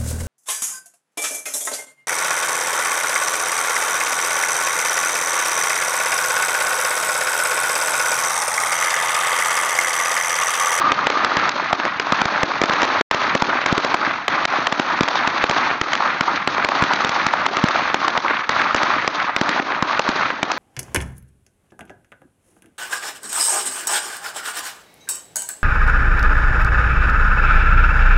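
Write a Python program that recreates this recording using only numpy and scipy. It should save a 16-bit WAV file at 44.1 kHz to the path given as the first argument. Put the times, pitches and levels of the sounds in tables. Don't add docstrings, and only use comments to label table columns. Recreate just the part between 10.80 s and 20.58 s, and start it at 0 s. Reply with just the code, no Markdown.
import sys
import numpy as np
from scipy import signal
from scipy.fft import rfft, irfft, next_fast_len
from scipy.io import wavfile
from scipy.ndimage import uniform_filter1d

SR = 44100
rng = np.random.default_rng(int(sys.argv[2]) if len(sys.argv) > 2 else 0)


def gain_from_db(level_db):
    decades = np.asarray(level_db, float) / 20
    return 10 ** decades


def dump_mix(stems):
    frames = np.atleast_2d(stems).T
    limited = np.clip(frames, -1, 1)
    pcm = np.round(limited * 32767).astype(np.int16)
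    wavfile.write(sys.argv[1], SR, pcm)


N = 431298
LEAD = SR // 4

# t/s, peak level/dB, treble level/dB, bass level/dB, charge level/dB
EARLIER_BANGS = [
    (-.2, -6, -12.5, -15, -2),
    (-.1, -6, -7, -10, -4.5),
    (-.002, -16, -30, -18.5, -3.5),
]
# delay t/s, level over the scatter/dB, pitch reflected best f/Hz
WALLS = [(0.012, 8.5, 700), (0.0235, 11.5, 2080), (0.028, 9.5, 2500), (0.055, 0.5, 600), (0.062, -3, 1300),
         (0.07, 6.5, 400), (0.072, 4.5, 4200), (0.0735, 8.5, 900), (0.087, 3.5, 1100), (0.098, 0.5, 600),
         (0.107, 7.5, 2085), (0.11, 6.5, 400), (0.125, 7, 2085), (0.134, 11.5, 350), (0.14, 7, 130),
         (0.152, 5.5, 2900), (0.165, 0.5, 130.5), (0.168, 4.5, 1096), (0.177, -1.5, 129),
         (0.195, 5.5, 2100), (0.218, 7.5, 1100), (0.24, -0.5, 2100), (0.276, 3, 960)]
WALL_OCTAVES = 1.1
# first level/dB, top t/s, top level/dB, fall/(dB per s)
SCATTER = [
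    (-12.5, .151, -.8, 48.5),
    (5.5, 0.12, -3, 49),
    (-2.7, 0.1, 3, 53.5),
    (-11, 0.15, 3.5, 52.5),
    (0.2, 0.057, 3.5, 51.5),
]
BANDS_HZ = (130, 390, 960, 2100, 4200)
SIDE_STREET_S, SIDE_STREET_WIDTH_S, SIDE_STREET_DB = .043, 0.0052, -6.5
# f/Hz, level/dB
STREET_COLOUR = [(20, -41), (40, -27), (296, -4.5), (453, -10.5), (580, -6.5), (1220, 0.5), (2440, -10.5),
                 (2950, -16), (3900, -15), (4550, -18), (4950, -23), (6420, -27.5), (6870, -36.5),
                 (8600, -85)]
# start t/s, length t/s, level/dB
FLUTTER_SWELLS = [
    (0.004, .125, -15.5),
    (0.174, 0.067, -21),
    (0.335, .1, -21.5),
    (0.504, 0.088, -23),
    (0.628, 0.065, -24),
]
FLUTTER_HZ, FLUTTER_WIDTH_HZ = 1194, 120
FLUTTER_RISE_S, FLUTTER_FADE_DB = .008, -6.5
# f/Hz, level/dB
BLAST_COLOUR = [(35, -38.5), (60, -6), (893, -0.5), (2630, -6), (3520, -5.5), (6700, -15), (7440, -17.5),
                (8600, -48), (11200, -66.5), (18900, -120)]
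# t/s, peak level/dB, treble level/dB, charge level/dB
CRACKS = [(0.117, 0, -19, -2), (0.299, -3, -22.5, -1.5), (0.691, -6, -17, -3.3), (1.196, -4.5, -19, -10),
          (1.856, -13, -15.5, 1.6), (1.894, -2, -26, 0), (2.017, -8, -13.5, 4.5), (2.049, -8, -22, 6),
          (2.208, 0.5, -27, -1.4), (2.859, -0.5, -18.5, -2.2), (3.045, -3, -23, 7),
          (3.651, -1.5, -18.5, -4), (3.923, -3.5, -20, 1.5), (4.638, 3.5, -31, 3.5), (4.71, -8.5, -17, 0.5),
          (5.151, -8, -19, 5), (5.886, -4, -22.5, -1.5), (6.133, -4.5, -17, -0.7), (6.884, -3.5, -21, 6),
          (7.279, -2, -18, 4.7), (7.374, -2.5, -24, 17), (7.961, -14.5, -10, -14.5),
          (8.03, -1, -21.5, -7.5), (8.796, -3.5, -49, 0.5), (9.715, -5.5, -15, 5.5)]
CRACK_BASS_DB = -28.5
# t/s, bass level/dB, charge heard in echoes level/dB, splatter level/dB
SLAMS = [(0.267, -27, -2, -45), (0.445, -30.5, -3.5, -55.5), (0.927, -20, -3, -41.5),
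         (1.321, -17.5, -12.5, -56.5), (1.63, -15.5, 0, -36.5), (1.814, -15, 2, -53.5),
         (2.31, -35, -1.5, -28.5), (2.549, -21, 6.5, -43), (3.141, -18, 13.5, -44),
         (3.479, -25, -0.3, -28.5), (3.868, -47, -3.5, -58.5), (4.206, -15, -0.1, -39.5),
         (5.012, -23, 4, -38), (5.131, -40, 2, -44), (5.407, -17, 3.5, -35), (5.673, -23, -5, -37),
         (5.845, -24, -1.3, -38.5), (6.021, -13, -5.5, -38.5), (6.464, -23, 0.5, -64.5),
         (6.662, -35, 5, -49.5), (7.142, -20.5, 2.5, -32), (7.691, -25.5, 2.5, -46.5),
         (7.944, -20, -4.5, -40), (8.275, -26, -5, -46.5), (8.562, -33, -9.5, -30), (9.628, -21.5, 0, -43)]
SLAM_PEAK_DB, SLAM_TREBLE_DB = -1, -20
# t/s, peak level/dB, bass level/dB, charge level/dB
THUDS = [(0.567, -1.5, -21, -7.5), (1.414, -0.5, -22, -9.5), (1.453, -6.5, -13, -7.5),
         (1.835, -3.5, -24, -3), (1.933, -10, -14, 3), (2.029, -4, -17, -5), (2.344, -5.5, -16.5, 0),
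         (2.62, 0.5, -19, 7.5), (2.924, -9, -3.5, 1.5), (2.977, -3.5, -18.5, 6), (3.995, -4, -20, 5),
         (4.231, -7.5, -15, 1), (4.283, -4.5, -27, 4.5), (4.473, -2, -22, 0), (4.694, -5, -22.5, -0.8),
         (6.037, -12, -7, -4.5), (6.245, -3.5, -21, 0.5), (6.291, -8.5, -17, 1), (6.767, -4, -19, 4.5),
         (6.838, -10.5, 2.5, 5), (8.611, -4.5, -14, -11.0), (8.69, -6, -13, -10.5), (9.023, -2.5, -17, -2),
         (9.192, 0, -23, 5), (9.288, -7, -6.5, 5)]
THUD_TREBLE_DB, DULLING = -21.5, .7
# t/s, peak level/dB, treble
# level/dB, bass level/dB
SHARP_ECHOES = [(0.506, -4, -23, -20), (0.758, -11, -24, -28), (0.998, -3, -27, -24), (1.051, 0, -33, -33),
                (2.815, 0, -38, -35), (2.839, -4, -34, -35), (3.337, -9, -25, -31), (4.189, -4, -16, -21),
                (4.277, 0, -20, -29), (4.356, -15, -30, -29), (4.902, -4, -31, -15), (4.911, -1, -31, -4),
                (5.78, -1, -25, -24), (6.238, -5, -19, -26), (6.655, -4, -24, -27), (7.075, -6, -28, -32),
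                (7.099, -3, -32, -27), (7.796, -5, -22, -13), (7.82, -2.5, -30, -15), (7.908, -6, -16, -35),
                (8.221, -5, -27, -32), (8.244, -4, -18, -19), (8.465, -7, -32, -34), (9.502, 0, -25, -28)]
# start t/s, end t/s, step level/dB, slide/(dB per s)
DROPOUTS = [
    (2.2142, 2.303, -24, -3600),
    (2.303, 2.3112, -46, 900),
    (3.6572, 3.6762, -16, -200),
]


def read(points, hz):
    f, value = np.transpose(points)
    return np.interp(np.log(hz + 1), np.log(f + 1), value)


def colour(x, points, size=3000):
    hz = abs(np.fft.fftfreq(8192, 1 / SR))
    log_gain = np.log(gain_from_db(np.maximum(read(points, hz), -100)))
    spectrum = np.exp(np.conj(signal.hilbert(log_gain)))
    taps = np.fft.ifft(spectrum).real[:size] * np.hanning(2 * size)[size:]
    return signal.oaconvolve(x, taps)[..., :x.shape[-1]]


def mixed(bands, edges_hz=(250, 600, 1550, 2800)):
    length = bands.shape[1]
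    size = next_fast_len(length)
    hz = np.fft.rfftfreq(size, 1 / SR)
    below = [1 / (1 + (hz / edge) ** 6) for edge in edges_hz]
    power_shares = np.diff([0 * hz, *below, 0 * hz + 1], axis=0)
    shares = np.sqrt(np.maximum(power_shares, 0))
    return irfft((rfft(bands, size) * shares).sum(0), size)[:length]


def add(mix, s, sound):
    part = mix[:, LEAD + round(s * SR):][:, :sound.shape[1]]
    part += sound[:, :part.shape[1]]


def bangs():
    slams = [(s, SLAM_PEAK_DB, SLAM_TREBLE_DB, bass_db, charge_db) for s, bass_db, charge_db, _ in SLAMS]
    thuds = [(s, db, THUD_TREBLE_DB - DULLING * db, bass_db, charge_db)
             for s, db, bass_db, charge_db in THUDS]
    cracks = [(s, db, treble_db, CRACK_BASS_DB, charge_db) for s, db, treble_db, charge_db in CRACKS]
    return sorted(EARLIER_BANGS + slams + thuds + cracks)


def tone(treble_db, bass_db):
    return np.array([[bass_db + 25.0], [0.12 * (bass_db + 22.5)], [0], [0], [treble_db + 19.5]])


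def street(chance, spread_db=1.0, grain_db=1.12, patchy_db=3.0, smear_s=0.0014):
    places, signs, sizes = chance[0], chance[1:6], chance[6:]
    at = np.arange(len(places)) * 10 + (places * 10).astype(int)
    t = at / SR

    first_db, top_s, top_db, fall_db = np.transpose(SCATTER)[..., None]
    rise_db = (first_db - top_db) * np.maximum(1 - t / top_s, 0)
    shape_db = top_db + rise_db - fall_db * np.maximum(t - top_s, 0)
    shape_db = shape_db + SIDE_STREET_DB * np.exp(-((t - SIDE_STREET_S) / SIDE_STREET_WIDTH_S) ** 2)
    clumpy_db = patchy_db * 27 * (uniform_filter1d(sizes[:, ::-1], size=60) - .5)
    power = gain_from_db(2 * (shape_db + clumpy_db)) * (t > .004)

    delay, db, hz = np.transpose(WALLS)
    octaves_off = np.log2(np.outer(BANDS_HZ, 1 / hz))
    levels = db * np.exp(-(octaves_off / WALL_OCTAVES) ** 2)
    count = len(delay)
    moved = delay + .0012 + .001 * (places[-count:] - .5)
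    clumps = np.exp(-((t[:1300] - moved[:, None]) / smear_s) ** 2)
    wall_db = levels * 1.35 + spread_db * 4 * (sizes[:, -count:] - .5)
    power[:, :1300] *= 1 + np.maximum(gain_from_db(2 * wall_db) - 1, 0) @ clumps

    grains = gain_from_db(-grain_db * np.log(sizes + 0.00033))
    taps = np.zeros((5, len(places) * 10))
    taps[:, at] = np.sign(signs - .5) * grains * np.sqrt(power)
    return taps


def echoes(thump=.15):
    rows = bangs()
    bands = np.zeros((5, N + LEAD))
    for (s, _, treble_db, bass_db, charge_db), chance in zip(rows, rng.random((len(rows), 11, 3000))):
        level_db = charge_db - 32 + thump * tone(treble_db, bass_db)
        add(bands, s, gain_from_db(level_db) * street(chance))
    return colour(mixed(bands), STREET_COLOUR)[LEAD:]


def gain_control(react_s=0.0032, rest_db=9.5, share=0.94, forget_db=271, recover_db=-15.5,
                 dip_db=11.0, dip_s=0.092):
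    s, *_, charge_db = np.transpose(bangs())
    age = s[:, None] - s
    remembered = (age >= 0) * gain_from_db(2 * (charge_db - forget_db * abs(age)))
    held_db = rest_db - share * 10 * np.log10(remembered.sum(1))
    t = np.arange(N) / SR
    last = np.maximum(np.searchsorted(s + react_s, t) - 1, 0)
    since = t - s[last] - react_s
    gain_db = held_db[last] + recover_db * since - dip_db * np.exp(-since / dip_s)
    return gain_from_db(uniform_filter1d(gain_db, size=30))


def flutter():
    t = np.arange(N) / SR
    b, a = signal.iirpeak(FLUTTER_HZ, FLUTTER_HZ / FLUTTER_WIDTH_HZ, SR)
    once = signal.lfilter(b, a, rng.standard_normal(N))
    hum = signal.lfilter(b, a, once)
    swells = np.zeros(N)
    for s, length, db in FLUTTER_SWELLS:
        ramps = np.clip(np.minimum(t - s, s + length - t) / FLUTTER_RISE_S, 0, 1)
        swells += ramps * gain_from_db(db + FLUTTER_FADE_DB * np.clip((t - s) / length, 0, 1))
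    return hum / hum.std() * swells


def burst(chance, length_s=0.00436, fade_db=(1.5, 1.5, 3, 7, 13), shock=5):
    u = np.arange(len(chance)) / (length_s * SR)
    wave = chance * abs(chance) / (1 + np.exp(np.minimum(40 * (u - 1), 50)))
    wave[:24] *= .5
    wave[[0, 11, 24]] += -shock, 1.5 * shock, -.7 * shock
    return wave * gain_from_db(-np.outer(fade_db, u)) / np.linalg.norm(wave)


def blasts(rise_s=0.001613):
    rows = bangs()
    bands = np.zeros((5, N + LEAD))
    for (s, peak_db, treble_db, bass_db, _), chance in zip(rows, rng.standard_normal((len(rows), 300))):
        add(bands, s + rise_s, burst(chance) * gain_from_db(peak_db + tone(treble_db, bass_db)))
    return colour(mixed(bands), BLAST_COLOUR, size=260)[LEAD:]


def sharp_echoes(rise_s=0.001613, length_s=0.0012):
    bands = np.zeros((5, N + LEAD))
    for (s, peak_db, treble_db, bass_db), chance in zip(SHARP_ECHOES, rng.standard_normal((len(SHARP_ECHOES), 300))):
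        level_db = peak_db - 6 + tone(treble_db - 17, bass_db - 15.0)
        add(bands, s + rise_s, burst(chance, length_s) * gain_from_db(level_db))
    return colour(mixed(bands), BLAST_COLOUR, size=260)[LEAD:]


def scene():
    reflected = gain_from_db(25.5) * gain_control() * echoes()
    hum = flutter()
    direct = gain_from_db(24.5) * (blasts() + sharp_echoes())
    return (direct + reflected + hum)[None]


def overload(x):
    return x / (1 + (x / .68) ** 4) ** .25


def splatter():
    ticks = np.zeros(N)
    s, *_, tick_db = np.transpose(SLAMS)
    ticks[((s + .002) * SR).astype(int)] = gain_from_db(tick_db + 10)
    return ticks


def dropouts():
    t, loss_db = np.arange(N) / SR, np.zeros(N)
    for start, end, step_db, slide_db in DROPOUTS:
        loss_db += ((t > start) & (t <= end)) * (step_db + slide_db * (t - start))
    return gain_from_db(uniform_filter1d(loss_db, size=20))


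def band_limit(x):
    return signal.sosfilt(signal.butter(12, 16000, fs=SR, output="sos"), x)


def record(dry):
    squeezed = overload(dry) * dropouts()
    lowpass = signal.firwin(71, 8200, window=("kaiser", 9), fs=SR)
    limited = signal.oaconvolve(squeezed, lowpass[None], "same")
    return band_limit(np.clip(limited, -.72, .72) + splatter())


dry = scene()
out = record(dry)
dump_mix(out)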